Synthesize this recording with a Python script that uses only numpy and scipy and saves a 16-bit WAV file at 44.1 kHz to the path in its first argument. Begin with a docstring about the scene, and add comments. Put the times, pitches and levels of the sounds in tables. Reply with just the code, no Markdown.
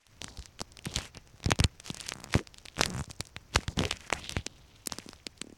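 """First a faint forest hush fades in, and almost at once the crust of the snow begins to snap.
Someone walks through snow in a still forest, heard from a small hand-held microphone.
Snaps are short noise bursts; packed snow crunches and hisses as gritty, filtered noise;
thumps and creaks are low swings that die quickly. Lumpy rustles and the hush are shaped noise."""
import sys
import numpy as np
from scipy.fft import rfft, irfft, next_fast_len
from scipy.io import wavfile
from scipy.ndimage import map_coordinates

SR = 44100
rng = np.random.default_rng(int(sys.argv[2]) if len(sys.argv) > 2 else 0)


def int16_out(signal):
    """Quantize to a 16-bit WAV file."""
    q = np.round(np.clip(np.atleast_2d(signal).T, -1, 1) * 32767)
    wavfile.write(sys.argv[1], SR, q.astype(np.int16))


N = 245637  # length in samples


# Loud snaps of the crust: t/s, level/dB (peak before MIC_EDGE), f/Hz (centre),
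# level/dB of the woody knock relative to the snap
CRUST_SNAPS = [(0.0672, -31, 5100, -21), (0.217, -13.5, 4350, -19), (0.2436, -13.5, 4140, -46),
               (0.282, -25.5, 2050, -22.5), (0.373, -23, 4930, -21), (0.393, -23.5, 4500, -31),
               (0.425, -27, 4280, -37), (0.4582, -20, 4630, -35), (0.593, -21.5, 2780, -27),
               (0.6051, -13.5, 4650, -18.5), (0.615, -7.5, 6050, -10), (0.721, -28.5, 5760, -24),
               (0.7711, -20, 4550, -43), (0.7908, -23.5, 3670, -12.5), (0.825, -36, 6450, -38),
               (0.8447, -27, 3830, -35), (0.855, -13, 7540, -31), (0.8584, -13.5, 3700, -26),
               (0.8651, -21, 2840, -5), (0.912, -31, 5500, -30), (0.941, -16.5, 4100, -30),
               (0.961, -2.5, 4560, -20), (0.969, -13.5, 3370, -26), (0.9867, -15, 3040, -34),
               (1.1487, -25, 4460, -12), (1.1718, -22, 5100, -11.5), (1.2745, -35, 4400, -15),
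               (1.403, -28.5, 3760, -12), (1.4312, -26.5, 3200, -14), (1.443, -16.5, 4400, -38),
               (1.4599, -10, 3670, -11.5), (1.4626, -25, 3510, -3), (1.4888, -25.5, 3680, -15),
               (1.5059, -3, 4800, -36), (1.5178, -4, 4430, -7), (1.558, -27.5, 5500, -12),
               (1.5905, -9, 3880, -11), (1.602, -1, 4300, -17), (1.6404, -1.5, 4200, -34),
               (1.6427, -5, 3700, -16), (1.6593, -23, 6230, -35), (1.8007, -22.5, 4260, -14.5),
               (1.8632, -16, 4970, -37), (1.8772, -22, 5000, -35), (1.902, -11.5, 3960, -16),
               (1.9455, -15.5, 6650, -22), (1.971, -16, 6330, -14), (2.0026, -15.5, 4080, -40),
               (2.0103, -11, 6700, -24), (2.067, -22, 3670, -35), (2.0853, -16, 5730, -25),
               (2.0904, -4.5, 5870, -50), (2.121, -11.5, 2520, -12.5), (2.137, -16, 5000, -22.5),
               (2.204, -26.5, 6940, -30), (2.2418, -14, 5370, -17), (2.328, -17, 4270, -34),
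               (2.3412, -3.5, 2680, -28), (2.353, -9, 2580, -1.5), (2.3923, -18, 1900, -20),
               (2.4728, -21.5, 4100, -35), (2.5437, -22.5, 3300, -34), (2.5839, -21, 5200, -42),
               (2.6547, -25, 3350, -9), (2.659, -18.5, 3900, -36), (2.6847, -22, 3100, -23),
               (2.768, -22.5, 2950, -17), (2.7813, -20, 2590, -6), (2.7863, -18, 6640, -25),
               (2.7936, -15.5, 2560, -4.5), (2.8101, -10, 2500, 3.5), (2.811, -2, 3600, -47),
               (2.8148, -3, 4960, -33), (2.835, -1.5, 3060, -51), (2.859, -5, 6900, -24),
               (2.903, -18, 6650, -12), (2.9367, -33, 7000, -25), (3.041, -25.5, 5760, -13),
               (3.1006, -28.5, 3070, -2.5), (3.1073, -23.5, 5500, -23), (3.1127, -18.5, 4400, -22),
               (3.2064, -8.5, 4400, -26), (3.253, -27.5, 5400, -31), (3.2705, -23, 7110, -26),
               (3.3649, -18.5, 3400, -18), (3.5488, -13.5, 4090, -26), (3.5584, 0, 3330, -23),
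               (3.5607, 2.5, 4630, -5.5), (3.6337, -30.5, 2920, -12), (3.681, -11.5, 3500, -6.5),
               (3.773, -20, 6000, -9), (3.7909, -5.5, 3300, -16), (3.8065, -11.5, 2830, -9),
               (3.821, -16.5, 3500, -28), (3.837, -11.5, 2840, -11), (3.8533, -7, 3400, -26),
               (3.91, -6.5, 3230, -48), (3.9124, -6, 3500, -49), (3.9261, -14, 3080, -19),
               (4.007, -23.5, 3930, -36), (4.0753, -26, 8550, -40), (4.1023, -13, 2250, -43),
               (4.1272, -5.5, 2190, -9), (4.136, -10, 4660, -21), (4.1425, -24, 9000, -40),
               (4.2944, -8, 4740, -30), (4.3096, -18, 3540, -23), (4.3223, -15, 5400, -46),
               (4.367, -9.5, 2830, -11.5), (4.4638, -19, 5570, -14), (4.466, -8, 3960, -32),
               (4.86, -16.5, 6180, -40), (4.8725, 2, 8100, -61), (4.8982, -24, 2800, -17),
               (4.9223, -9, 4600, -10), (4.9343, -25, 3500, -22), (4.9856, -12, 4960, -20),
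               (5.063, -32, 6000, -19), (5.09, -20, 4060, -43), (5.1321, -25, 4260, -6),
               (5.2675, -9.5, 4600, -27), (5.378, -29, 5090, -34), (5.416, -9.5, 4750, -32)]


def snaps():
    """The loud breaks of the crust also knock the pack below."""
    s, db, hz, knock_db = np.transpose(CRUST_SNAPS)
    t = np.arange(300) / SR
    knock_hz = 850 * np.exp(0.46 * rng.standard_normal((len(s), 1)))
    knock = -np.sin(2 * np.pi * knock_hz * t) * np.exp(-t / 0.00027)
    knocks = placed(s, amp(db + knock_db)[:, None] * peaked(knock))
    return cracks(s, db, hz, width=0.61) + knocks


# The microphone's answer to a sharp break: f/Hz, level/dB
MIC_EDGE = [(500, 10), (4000, -4.5), (9000, -5), (12000, -14.5), (16500, -24), (19000, -57)]


def cracks(s, db, hz, width, order=1):
    """Each crack is a burst coloured around its own pitch, with faint spiky noise before and after."""
    t = (np.arange(1024) - 300) / SR  # the break itself is at t = 0
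    after, before = np.clip(t, 0, 1), np.clip(-t, 0, 1)
    noise = rng.standard_normal((len(s), 2 * len(t)))
    spiky = noise[:, len(t):] ** 3
    burst = (t >= 0) * noise[:, :len(t)] * np.exp(-after / 0.0004)
    edge = burst - 2.2 * (t == 0)  # one sharp downward click starts the burst
    crumbs = amp(-38) * (t > 0) * spiky * np.exp(-after / 0.0038)
    lead_in = amp(-29) * (t < 0) * spiky * np.exp(-before / 0.0011)
    colour = hump(np.fft.rfftfreq(len(t), 1 / SR), hz[:, None], width=width) ** order
    crack = irfft(rfft(edge + crumbs + lead_in) * colour)
    return coloured(placed(s + t[0], amp(db)[:, None] * peaked(crack)), MIC_EDGE)


CLUMPING = 0.21  # how much the small breaks crowd into the squeezes
# smallest break over the boot's pressing level, and largest over smallest
CRACKLE_DB, CRACKLE_SPREAD_DB = 4, 13


def crackle():
    """Small random breaks between the loud ones, denser and stronger where the boot presses harder."""
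    when, size, pitch = rng.random((1100, 3)).T
    crunch_db, fizz_db = pressure()[:2]
    press_db = np.maximum(crunch_db - 3.5, fizz_db)
    passed = np.cumsum(amp(CLUMPING * press_db))
    at = np.interp(when, passed / passed[-1], np.arange(N))  # in samples
    db = np.interp(at, np.arange(N), press_db) + CRACKLE_DB + CRACKLE_SPREAD_DB * size ** 3
    return cracks(at / SR, db, 1800 * 5.5 ** pitch, width=0.4, order=2)


# Stretches where brittle crust sheds many small bright grains: start t/s, end t/s,
# level/dB (smallest grain, before MIC_EDGE), f/Hz (middle pitch)
GRAIN_SHEDS = [(.24, .47, -52, 4500), (1.84, 2.11, -43, 5000), (2.27, 2.4, -45, 4000),
               (2.53, 2.76, -52, 4500), (2.86, 3.06, -43, 7000), (3.06, 3.3, -51, 6500),
               (3.78, 3.97, -41, 3800), (5.1, 5.2, -54, 4500)]
SHED_RATE, SHED_SPREAD_DB = 170, 17  # grains a second, largest over smallest


def shedding():
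    """Brittle grains in uneven clumps, each a short tick near the pitch of its stretch."""
    out = np.zeros(N)
    for start, end, db, hz in GRAIN_SHEDS:
        gap, size, pitch = rng.random((round(SHED_RATE * (end - start)), 3)).T
        s = start + (end - start) * np.cumsum(gap ** 2) / np.sum(gap ** 2)
        grain_db = db + SHED_SPREAD_DB * size ** 2
        out += cracks(s, grain_db, hz * 2 ** (pitch - 0.5), width=0.55, order=2)
    return out


# Tone of the fine crystals: f/Hz, level/dB (only the shape counts)
CRYSTAL_TONE = [(1000, 10), (3500, 5.5), (6000, 8.5), (8500, 3), (11500, -5), (19000, -38)]
# Tone of the crumbling pack: f/Hz, level/dB (only the shape counts)
PACK_TONE = [(25, -4), (70, 8), (200, 0), (500, -9.5), (1000, -13.5), (2000, -50)]


def snow():
    """Grains break under the boot: a crunch of moving pitch, a fine fizz and a crumbling body."""
    crunch_db, fizz_db, body_db, hz = pressure()
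    centres = np.geomspace(1000, 6200, 7)
    place = np.interp(np.log(hz), np.log(centres), np.arange(len(centres)))
    crunch = np.zeros(N)
    for k, centre in enumerate(centres):  # a moving resonance: neighbouring fixed ones cross-fade
        grains = gritty(300, share=0.8)
        band = unit(filtered(grains, lambda f: hump(f, centre, width=0.46) ** 2))
        crunch += np.sqrt(np.clip(1 - abs(place - k), 0, 1)) * band
    fizz = unit(coloured(gritty(500, share=0.8), CRYSTAL_TONE))
    body = unit(coloured(gritty(270, share=0.64), PACK_TONE))
    uneven_db = 3 * np.array([wobble(90), wobble(90)])  # the boot sinks in jerks
    crunch = amp(crunch_db + uneven_db[0]) * crunch
    fizz = amp(fizz_db + uneven_db[1]) * fizz
    return crunch + fizz + amp(body_db) * body


# Squeezes of the boot: start t/s, length t/s, crunch level/dB at the start, its change level/dB,
# first and last crunch centre f/Hz, fizz and body level/dB relative to the crunch at the start
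BOOT_SQUEEZES = [(.22, .24, -58.5, -6, 5000, 5070, -7, 9), (.855, .08, -55, 2.5, 3020, 3930, -5.5, 5.5),
                 (.961, 0.11, -44, -12.5, 3520, 2120, 3.5, 0.5),
                 (1.15, .03, -58, -1, 2170, 2350, -21.5, 6.5),
                 (1.441, .085, -63, 13.5, 1870, 2520, -38, 13), (1.6, 0.042, -55, 9.5, 1660, 1450, -18, 8),
                 (1.85, 0.034, -59, 1, 3800, 3320, 6, -21), (1.913, .19, -62, 9.5, 2100, 2770, -1, 2),
                 (2.131, 0.14, -71, 2, 1310, 1600, -6, 12.5),
                 (2.307, 0.068, -57.5, 7.5, 2800, 1850, 5, 5.5),
                 (2.788, 0.079, -48.5, -5, 1510, 2150, 3.5, 11), (2.858, .16, -60, 0, 1100, 2880, 1, 18),
                 (3.542, .1, -51, -10.5, 3200, 2520, 4, 8), (3.685, 0.035, -58.5, 2, 6000, 5500, -8, 12.5),
                 (3.776, .11, -48, -6.5, 1920, 2160, 0.5, 13), (3.908, 0.064, -53, -2.5, 2300, 2130, -1, 2),
                 (4.002, .08, -57, -4.5, 2020, 1980, 2, -3), (4.128, 0.065, -47.5, -2, 1410, 2250, -2.5, 3),
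                 (4.213, 0.061, -51.5, 5.5, 3220, 3370, -11, -2.5),
                 (4.299, .1, -51, 2, 3320, 3120, -9, 2.5), (4.449, .38, -66.5, -2.5, 3500, 3000, -10.5, 8),
                 (4.913, .26, -63.5, -15.5, 2400, 2200, 10.5, 9.5)]
ATTACK_DB_PER_S, RELEASE_DB_PER_S = 1198, 601.5  # how fast a squeeze comes and goes
FIZZ_GAINS_DB_PER_S, BODY_GAINS_DB_PER_S = 11, -28  # against the crunch, while the boot sinks
# loose grains between squeezes: crunch, fizz and body levels, and the crunch centre
TRICKLE_DB, TRICKLE_HZ = (-74.5, -71, -102), 2300


def pressure():
    """All squeezes together: levels of crunch, fizz and body in dB, and the crunch centre in Hz."""
    start, length, db, change_db, first_hz, last_hz, fizz_db, body_db = (
        np.transpose(BOOT_SQUEEZES)[..., None])
    clock = np.arange(0, N / SR, 0.002)
    t = clock - start
    held = np.clip(t, 0, length)
    attack_db = ATTACK_DB_PER_S * np.clip(-t, 0, 9)
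    release_db = RELEASE_DB_PER_S * np.clip(t - length, 0, 9)
    crunch_db = db + change_db * held / length - attack_db - release_db
    fizz_db = crunch_db + fizz_db + FIZZ_GAINS_DB_PER_S * held
    body_db = crunch_db + body_db + BODY_GAINS_DB_PER_S * held
    layers = amp(2 * np.array([crunch_db, fizz_db, body_db]))  # doubled dB gives power
    quiet = amp(2 * np.array(TRICKLE_DB))[:, None]
    power = layers.sum(axis=1) + quiet
    glide_hz = first_hz * (last_hz / first_hz) ** (held / length)
    # the stronger a squeeze, the more it decides the shared centre
    hz = ((layers[0] * glide_hz).sum(axis=0) + quiet[0] * TRICKLE_HZ) / power[0]
    curves = (*(10 * np.log10(power)), hz)
    return [np.interp(np.arange(N) / SR, clock, c) for c in curves]


# Thumps as the snow gives way: t/s, level/dB (peak), f/Hz (the swing settles at 0.8 of this)
SNOW_THUMPS = [(.242, -36.5, 179), (0.384, -34, 67), (0.399, -38.5, 64), (.614, -28, 257),
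               (0.859, -40.5, 232), (0.867, -26, 155), (0.962, -26.5, 90), (0.978, -28.5, 83.6),
               (1.171, -39.5, 117), (1.341, -43, 97), (1.46, -18, 97), (1.489, -20, 185), (1.52, -19, 115),
               (1.592, -24, 206), (1.602, -14.5, 95), (1.644, -14.5, 94), (1.902, -27, 156),
               (2.352, -14, 98.4), (2.365, -20.5, 203), (2.391, -32, 242), (2.808, -26, 114),
               (3.077, -39, 113), (3.103, -38, 116), (3.199, -30.5, 117), (3.365, -37.5, 101),
               (3.549, -29.5, 167), (3.561, -20.5, 75), (3.586, -29.5, 206), (3.681, -23.5, 93),
               (3.776, -22.5, 175), (3.791, -19, 188), (3.806, -21, 108), (3.819, -24.5, 230),
               (3.838, -30, 74), (3.85, -27.5, 84.6), (3.927, -37, 67), (4.126, -44, 240),
               (4.366, -22.5, 86), (4.389, -30.5, 86), (4.466, -35, 225), (4.871, -31, 240),
               (4.921, -33, 246), (4.985, -34, 227), (5.062, -37, 207), (5.09, -38, 230),
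               (5.267, -34.5, 240), (5.415, -33, 213)]


def thumps():
    """The snow pack gives way with a soft low push."""
    s, db, hz = np.transpose(SNOW_THUMPS)[..., None]
    return placed(s[:, 0], amp(db) * peaked(push(hz, life=3.56)))


def push(hz, life):
    """A quick dip, then a swing that sags to 0.8 of hz and loses 60 dB in life / hz seconds."""
    t = np.arange(SR // 8) / SR
    dip = 0.37 * (1 - np.exp(-t / 0.00073))
    cycles = dip + hz * (0.8 * t + 0.0024 * (1 - np.exp(-t / 0.0037)))
    return -np.sin(2 * np.pi * cycles) * amp(-60 * t * hz / life) * (1 - np.exp(-t / 0.005))


# Stick-slip creaks of squeezed snow: start t/s, end t/s, first and last slips a second,
# level/dB (middle value), f/Hz (the swing settles at 0.8 of this),
# dull and bright tick level/dB relative to the level
SNOW_CREAKS = [(2.155, 2.243, 67, 56.6, -33.5, 147, 4.5, -3), (2.246, 2.303, 74.5, 63, -35, 148, 5, -7),
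               (2.869, 2.912, 243, 163, -25, 151, -7.5, -27),
               (2.914, 2.94, 184.5, 196, -26.5, 141, -3.5, -28),
               (2.948, 3.02, 60.3, 73.5, -19, 114, -1, -5), (5.443, 5.548, 38, 34.2, -25, 250, -30, -16)]
SLIP_HZ = 7050  # middle pitch of a slip's bright tick


def creaks():
    """Slips at a gliding rate, each a small push with a dull tick and a bright one."""
    out, t = np.zeros(N), np.arange(SR // 8) / SR
    for start, end, first, last, db, hz, dull_db, tick_db in SNOW_CREAKS:
        clock = np.arange(start, end, 1 / SR)
        passed = np.cumsum(np.linspace(first, last, len(clock))) / SR  # slips so far
        s = clock[np.searchsorted(passed, np.arange(passed[-1]))]
        late, louder, brighter, higher = rng.standard_normal((4, len(s)))  # no two slips alike
        dull = -np.sin(2 * np.pi * 1100 * t) * np.exp(-t / 0.00028)
        slip = push(hz, life=4.5) + amp(dull_db) * dull
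        out += placed(s + 0.0003 * late, amp(db + 1.4 * louder)[:, None] * slip)
        bright_db, bright_hz = db + tick_db + 3 * brighter, SLIP_HZ * np.exp(0.13 * higher)
        out += cracks(s, bright_db, bright_hz, width=0.48, order=2)
    return out


# Lumpy low-mid rustles, mostly during the squeezes: start t/s, length t/s,
# level/dB (middle value), f/Hz (centre)
LUMPY_RUSTLES = [(0.255, 0.134, -64.5, 710), (0.87, 0.072, -59, 500), (2.36, 0.07, -44, 330),
                 (3.8, 0.08, -39.5, 453), (4.125, 0.074, -52, 800)]


def lumps():
    """A lumpy low-mid rustle that swells and stops: noise around one pitch, its level wobbling."""
    out, t = np.zeros(N), np.arange(N) / SR
    for start, length, db, hz in LUMPY_RUSTLES:
        noise = rng.standard_normal(N)
        rustle = unit(filtered(noise, lambda f: hump(f, hz, width=0.48) ** 2))
        inside = np.minimum(t - start, start + length - t)  # seconds to the nearer end
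        swell = np.clip(inside / 0.018 + 0.5, 0, 1)
        out += amp(db + 2.4 * wobble(120)) * swell * rustle
    return out


# Tone of the still forest: f/Hz, level/dB (only the shape counts)
FOREST_TONE = [(25, 5.5), (87, 7.5), (240, -7), (1400, -16.5), (2500, -27.5), (6000, -18.5), (7200, -29),
               (8200, -39), (16800, -29), (17600, -48)]


def hush():
    """The faint air of the forest, fading in over the first moment and drifting a little."""
    rise_db = np.interp(np.arange(N) / SR, [0.02, 0.11], [-30, 0])
    air = unit(coloured(rng.standard_normal(N), FOREST_TONE))
    return amp(-58.5 + rise_db + 0.68 * wobble(2.886)) * air


def amp(db):
    """Decibels turned into a plain multiplier."""
    return 10 ** (np.asarray(db) / 20)


def unit(x):
    """x brought to an average (RMS) strength of 1."""
    return x / np.sqrt(np.mean(x ** 2) + 1e-20)


def peaked(rows):
    """Each row brought to a peak of 1."""
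    return rows / np.abs(rows).max(axis=1, keepdims=True)


def along(points, hz):
    """Read a curve of (Hz, value) points on a log axis."""
    f, v = np.transpose(points)
    return np.interp(np.log(hz + 1), np.log(f + 1), v)


def wobble(rate):
    """A smooth random curve, rate knots a second."""
    knots = rng.standard_normal(int(N * rate / SR) + 4)
    return map_coordinates(knots, [np.arange(N) * rate / SR])


def hump(hz, centre_hz, width):
    """A broad resonance, its width in natural-log units of frequency."""
    return 1 / (1 + (np.log((hz + 1) / centre_hz) / width) ** 2)


def filtered(x, response):
    """x times a response of frequency."""
    m = next_fast_len(N + SR // 2)
    return irfft(rfft(x, m) * response(np.fft.rfftfreq(m, 1 / SR)), m)[:N]


def coloured(x, spectrum):
    """x in the colour of a spectrum."""
    return filtered(x, lambda hz: amp(along(spectrum, hz)))


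def placed(seconds, rows):
    """Each row of samples added at its time."""
    first = np.round(np.asarray(seconds) * SR).astype(int)
    at = first[:, None] + np.arange(rows.shape[1])
    return np.bincount(np.clip(at, 0, N).ravel(), rows.ravel(), N + 1)[:N]


def gritty(rate, share):
    """Noise mixed with a share of sparse grains of very unequal size, rate grains a second."""
    size = amp(5 * rng.exponential(size=N).clip(0, 3))
    grains = (rng.random(N) < rate / SR) * rng.standard_normal(N) * size
    return unit(share * unit(grains) + rng.standard_normal(N))


def scene():
    """All sounds at the single microphone."""
    crust = snaps() + crackle() + shedding()
    pack = snow() + thumps() + creaks() + lumps()
    return (crust + pack + hush())[None]


TOP_HZ = 19250  # the recorder's band limit


def record(dry):
    """Nothing is kept above the recorder's band limit."""
    return filtered(dry[0], lambda hz: hz < TOP_HZ)[None]


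dry = scene()
out = record(dry)
int16_out(out)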